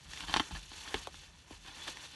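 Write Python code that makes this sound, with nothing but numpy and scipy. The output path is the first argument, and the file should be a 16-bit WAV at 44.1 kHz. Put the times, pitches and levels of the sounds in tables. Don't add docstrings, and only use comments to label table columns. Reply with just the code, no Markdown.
import sys
import numpy as np
from scipy import signal
from scipy.fft import rfft, irfft, next_fast_len
from scipy.io import wavfile
from scipy.ndimage import uniform_filter1d

SR = 44100
rng = np.random.default_rng(int(sys.argv[2]) if len(sys.argv) > 2 else 0)


def generate_wav(signal):
    frames = np.transpose(np.atleast_2d(signal))
    scaled = np.clip(frames, -1, 1) * 32767
    pcm = np.round(scaled).astype(np.int16)
    wavfile.write(sys.argv[1], SR, pcm)


N = 94815
RESPONSE_SAMPLES = 8192

# start_s, level_db, tilt_db_per_octave, treble_edge_hz, ring_db
CREASE_SNAPS = [(0.1341, -42, 3, 6940, -10), (0.1742, -43, 1, 6000, -15), (.2063, -39, 0.5, 5030, -24),
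                (0.2374, -44, -0.5, 6000, -1), (.2835, -40, -0.5, 5000, -3), (0.296, -36.5, 0, 5000, 23),
                (.3404, -22.5, .5, 5330, 0), (0.3628, -24, -2, 6800, -2), (0.3685, -29.5, 3, 9400, 2.5),
                (0.3717, -29.5, -1.5, 7000, -2), (.3972, -25, 0.5, 3540, 1), (0.4016, -27, -0.5, 3870, 3),
                (0.5099, -42.5, -4, 6000, 6), (.5518, -43.5, -2, 7000, 1), (0.5694, -45, -1, 4347, -10),
                (0.7171, -47, -1, 8000, 11), (.8770, -43, -2.5, 3900, -4), (0.9428, -28.5, 0.3, 3950, -3),
                (1.0722, -44.5, 7, 5030, -14), (1.1433, -48.5, -2, 8150, 1.5), (1.5076, -49, -3.5, 7000, 8),
                (1.6628, -51, 4, 4200, 0), (1.9709, -44, 2.5, 8000, 1)]
# start_s, level_db, centre_hz, half_width_octaves, delay_at_1khz_s
SHEET_BUCKLES = [(.3990, -43.5, 258, 0.28, .002), (0.9404, -33, 326, 0.46, 0.00203),
                 (1.067, -37, 636, 0.89, 0.0052), (1.505, -47.5, 304, 0.82, 0.00323),
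                 (1.8720, -40, 560, 1.9, .0105)]
# time_s, body_db, scrape_db, fizz_db
SLIDE_ENVELOPES = [(0.0, -65.5, -60.5, -64.5), (0.06, -64, -60.5, -65), (0.108, -57, -54, -58),
                   (0.18, -55, -48.5, -54), (0.235, -49, -49, -56.5), (0.265, -54.5, -54.5, -57.5),
                   (0.331, -44, -45.5, -51), (0.385, -46.5, -45.5, -53), (0.45, -56.5, -54.5, -55.5),
                   (0.55, -59, -52.5, -57), (0.63, -63, -54.5, -60), (0.68, -64, -56, -62.5),
                   (0.73, -59.5, -54, -56.5), (0.81, -56.0, -50.5, -53), (0.855, -54.5, -53.5, -57),
                   (0.92, -53, -55, -56), (0.995, -56, -50, -53), (1.07, -60.0, -56.0, -60.0),
                   (1.1, -64.5, -60.5, -63.5), (1.16, -65.5, -55.5, -59.5), (1.25, -64, -57, -63.5),
                   (1.31, -68, -65, -67.5), (1.41, -69, -64, -68), (1.455, -69, -68, -70),
                   (1.53, -58.5, -57, -58), (1.555, -62.5, -58.5, -61), (1.59, -66, -65.5, -68.0),
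                   (1.62, -70, -61, -65.5), (1.65, -59, -56, -63.5), (1.73, -59.5, -56, -61),
                   (1.79, -51, -50.5, -58), (1.85, -55, -50.5, -56.5), (1.903, -53, -46, -48.5),
                   (1.94, -58.5, -54, -59.5), (2.01, -55.5, -54.0, -58), (2.052, -53, -50, -52.5),
                   (2.09, -63, -57, -61.0), (2.15, -60.0, -52.5, -59.5)]
# centre_s, sigma_s, level_db
SCRUNCH_SWELLS = [(0.291, 0.012, -44.5), (0.52, 0.0046, -42.5), (.560, 0.0072, -44.5),
                  (0.884, 0.014, -49.5), (0.952, 0.022, -48), (1.685, 0.0089, -47.5), (1.88, 0.0075, -38)]
# centre_s, sigma_s, level_db
SQUEAK_SWELLS = [(1.694, 0.024, -58), (1.803, 0.0059, -53), (1.824, 0.0049, -46)]
# start_s, gain_db
HAND_PUSHES = [(.055, -52), (0.131, -56.5), (0.226, -49), (0.286, -43.5), (0.34, -45), (.522, -38.5),
               (0.943, -48), (1.13, -55), (1.513, -58), (1.893, -54.5)]
# frequency_hz, gain_db, t60_s
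WALL_MODES = [(45, 3, 0.4), (66.7, 4, 0.19), (110, -0.5, 0.109), (170.7, -2.5, 0.21)]
# frequency_hz, bandwidth_hz, peak_db
PANEL_MODES = [(235, 79, -14), (301, 37, 3), (793, 42, -2.5), (862, 62, 5.5), (1059, 54, 6.5),
               (1360, 26, -5), (1640, 24, -8), (1723, 70, -2.5), (3060, 20, 0.5), (3120, 47, 4.5),
               (3430, 51, -12), (3780, 20, -35), (4440, 300, 0.5), (5860, 43, 3.5)]
# frequency_hz, gain_db
CLICK_SPECTRUM = [(60, -0.5), (250, -3.5), (550, -17.5), (850, -5.5), (1700, 0.5), (2300, -4), (3500, 1),
                  (4500, -15), (5300, -8.5), (8000, -14.5), (12000, -21)]
# frequency_hz, gain_db
BODY_SPECTRUM = [(60, -12), (200, -10), (320, 0.5), (450, -9), (660, -10), (780, -3), (1080, 0), (1350, -4),
                 (1750, -3.5), (2200, -5.5), (3000, -12.5), (6000, -40)]
# frequency_hz, gain_db
SCRAPE_SPECTRUM = [(800, -36), (2000, -11.5), (2700, -4), (3350, -1), (3800, -4), (4350, -2.5),
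                   (4950, -11.5), (5600, -9.5), (7000, -31), (12000, -37.5)]
# frequency_hz, gain_db
FIZZ_SPECTRUM = [(1000, -52), (4000, -22.5), (5200, -1.5), (6100, 1.5), (7000, -2), (8400, -6), (10200, -9),
                 (11300, -8.5), (12000, -14.5)]
# frequency_hz, gain_db
RUMBLE_SPECTRUM = [(18, -27), (31, -18), (43, 0), (55, -10.5), (72, 0), (100, -11.5), (160, -10.5),
                   (240, -23), (500, -27.5), (2000, -30), (11000, -51)]
# frequency_hz, t60_s
CABIN_DECAY = [(150, 0.083), (600, 0.081), (3000, 0.037), (10000, 0.027)]


def crease_snaps():
    out, t = np.zeros(N), np.arange(RESPONSE_SAMPLES) / SR
    crackle_t60_s = 0.013
    for start_s, level_db, tilt_db, edge_hz, ring_db in CREASE_SNAPS:
        crackle = rng.standard_normal(RESPONSE_SAMPLES) * amp(-60 * t / crackle_t60_s)
        force = amp(-6.5) * unit_energy(crackle)
        force[0] += 1
        treble_shelf = pulse(lambda hz: 10 * np.log10(0.15 + 1 / (1 + (hz / edge_hz) ** 14)))
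        snap = through(through(force, treble_shelf), panel_response(tilt_db, ring_db))
        add(out, start_s, at_level(disperse(snap, delay_s=0.000583), level_db))
    return out


def sheet_buckles():
    out = np.zeros(N)
    for start_s, level_db, centre_hz, octaves, delay_s in SHEET_BUCKLES:
        pop = pulse(lambda hz: -10 * np.log10(1 + (np.log2((hz + 1) / centre_hz) / octaves) ** 6))
        falling_pop = cabin(disperse(pop, delay_s), wet_db=-9)
        add(out, start_s, at_level(falling_pop, level_db))
    return out


def sliding_foil():
    time_s, *curves_db = np.transpose(SLIDE_ENVELOPES)
    body_gain, scrape_gain, fizz_gain = [amp(np.interp(np.arange(N) / SR, time_s, db)) for db in curves_db]
    ticks = foil_ticks(per_s=400, spread_db=4.5)
    crinkle = unit_rms(through(ticks, panel_response(tilt_db=3.5, ring_db=-4)))
    body = body_gain * (friction_noise(BODY_SPECTRUM) + amp(-5.5) * crinkle)
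    scrape = scrape_gain * friction_noise(SCRAPE_SPECTRUM)
    fizz = fizz_gain * friction_noise(FIZZ_SPECTRUM)
    return body + amp(-0.5) * (scrape + fizz)


def finger_scrunches():
    ticks = foil_ticks(per_s=2500, spread_db=5) * swells(SCRUNCH_SWELLS)
    return through(ticks, unit_energy(panel_response(tilt_db=0.15, ring_db=2)))


def wall_thuds():
    out, t = np.zeros(N), np.arange(SR // 2) / SR
    boom = sum(amp(db - 60 * t / t60_s) * np.sin(2 * np.pi * hz * t) for hz, db, t60_s in WALL_MODES)
    attack = 1 - np.exp(-t / 0.0031)
    for start_s, gain_db in HAND_PUSHES:
        add(out, start_s, amp(gain_db) * boom * attack)
    return out


def foil_squeaks():
    pitch_hz = 3420 * (1 + 0.012 * wander(samples=150))
    phase = 2 * np.pi * np.cumsum(pitch_hz) / SR
    return unit_rms(np.sin(phase)) * swells(SQUEAK_SWELLS)


def rumble():
    return amp(-60) * unit_rms(shape_spectrum(rng.standard_normal(N), RUMBLE_SPECTRUM))


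def friction_noise(spectrum):
    flutter_db = 2 * wander(samples=500)
    slips = foil_ticks(per_s=7000, spread_db=3) * amp(flutter_db)
    return unit_rms(cabin(shape_spectrum(slips, spectrum), wet_db=-9))


def foil_ticks(per_s, spread_db):
    size = amp(spread_db * np.minimum(rng.standard_normal(N), 2))
    occurs = rng.random(N) < per_s / SR
    polarity = np.sign(rng.standard_normal(N))
    return unit_rms(occurs * polarity * size)


def panel_response(tilt_db, ring_db):
    t = np.arange(RESPONSE_SAMPLES) / SR
    modes = sum(amp(db) * width_hz * np.exp(-np.pi * width_hz * t) * np.cos(2 * np.pi * hz * t)
                for hz, width_hz, db in PANEL_MODES)
    low_pass = pulse(lambda hz: -10 * np.log10(1 + (hz / 5000) ** 6))
    ring = amp(ring_db) * unit_energy(through(modes, low_pass))
    click = cabin(pulse(lambda hz: along(CLICK_SPECTRUM, hz)), wet_db=-3.5)
    tilt = pulse(lambda hz: tilt_db * np.log2(np.clip(hz, 200, 9000)))
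    return through(click + ring, tilt)


def disperse(x, delay_s):
    hz = np.fft.rfftfreq(RESPONSE_SAMPLES, 1 / SR)
    return irfft(rfft(x) * np.exp(-4j * np.pi * delay_s * np.sqrt(1000 * hz)))


def cabin(x, wet_db):
    hz, t, noise = signal.stft(rng.standard_normal(RESPONSE_SAMPLES), SR, nperseg=128)
    decay = amp(-60 * t / along(CABIN_DECAY, hz)[:, None])
    _, tail = signal.istft(noise * decay, SR, nperseg=128)
    return x + amp(wet_db) * through(x, unit_energy(tail))


def pulse(gain_db):
    hz = np.fft.rfftfreq(RESPONSE_SAMPLES, 1 / SR)
    cepstrum = irfft(np.log(np.maximum(amp(gain_db(hz)), 1e-6)))
    cepstrum[1:RESPONSE_SAMPLES // 2] *= 2
    cepstrum[RESPONSE_SAMPLES // 2 + 1:] = 0
    return unit_energy(irfft(np.exp(rfft(cepstrum))))


def shape_spectrum(x, spectrum):
    return through(x, pulse(lambda hz: along(spectrum, hz)))


def swells(rows):
    t = np.arange(N) / SR
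    return sum(amp(db) * np.exp(-0.5 * ((t - centre_s) / sigma_s) ** 2) for centre_s, sigma_s, db in rows)


def wander(samples):
    return unit_rms(uniform_filter1d(rng.standard_normal(N), size=samples))


def at_level(x, db):
    return amp(db) * unit_energy(x) * np.sqrt(SR / 200)


def through(x, response):
    return signal.fftconvolve(x, response)[:len(x)]


def add(out, start_s, x):
    i = max(0, round(start_s * SR))
    out[i:i + len(x)] += x[:len(out) - i]


def along(points, hz):
    points_hz, values = np.transpose(points)
    return np.interp(np.log(hz + 1), np.log(points_hz + 1), values)


def amp(db):
    return 10 ** (np.asarray(db) / 20)


def unit_rms(x):
    return x / np.sqrt(np.mean(x ** 2) + 1e-20)


def unit_energy(x):
    return x / (np.linalg.norm(x) + 1e-20)


def scene():
    foil = crease_snaps() + sheet_buckles() + finger_scrunches() + foil_squeaks() + sliding_foil()
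    return (foil + wall_thuds() + rumble())[None]


def record(dry):
    low_cut_hz, top_hz = 39.5, 11850
    high_passed = signal.sosfilt(signal.butter(4, low_cut_hz, "high", fs=SR, output="sos"), dry)
    size = next_fast_len(N + RESPONSE_SAMPLES)
    passband = np.fft.rfftfreq(size, 1 / SR) < top_hz
    return irfft(rfft(high_passed, size) * passband, size)[..., :N]


dry = scene()
out = record(dry)
generate_wav(out)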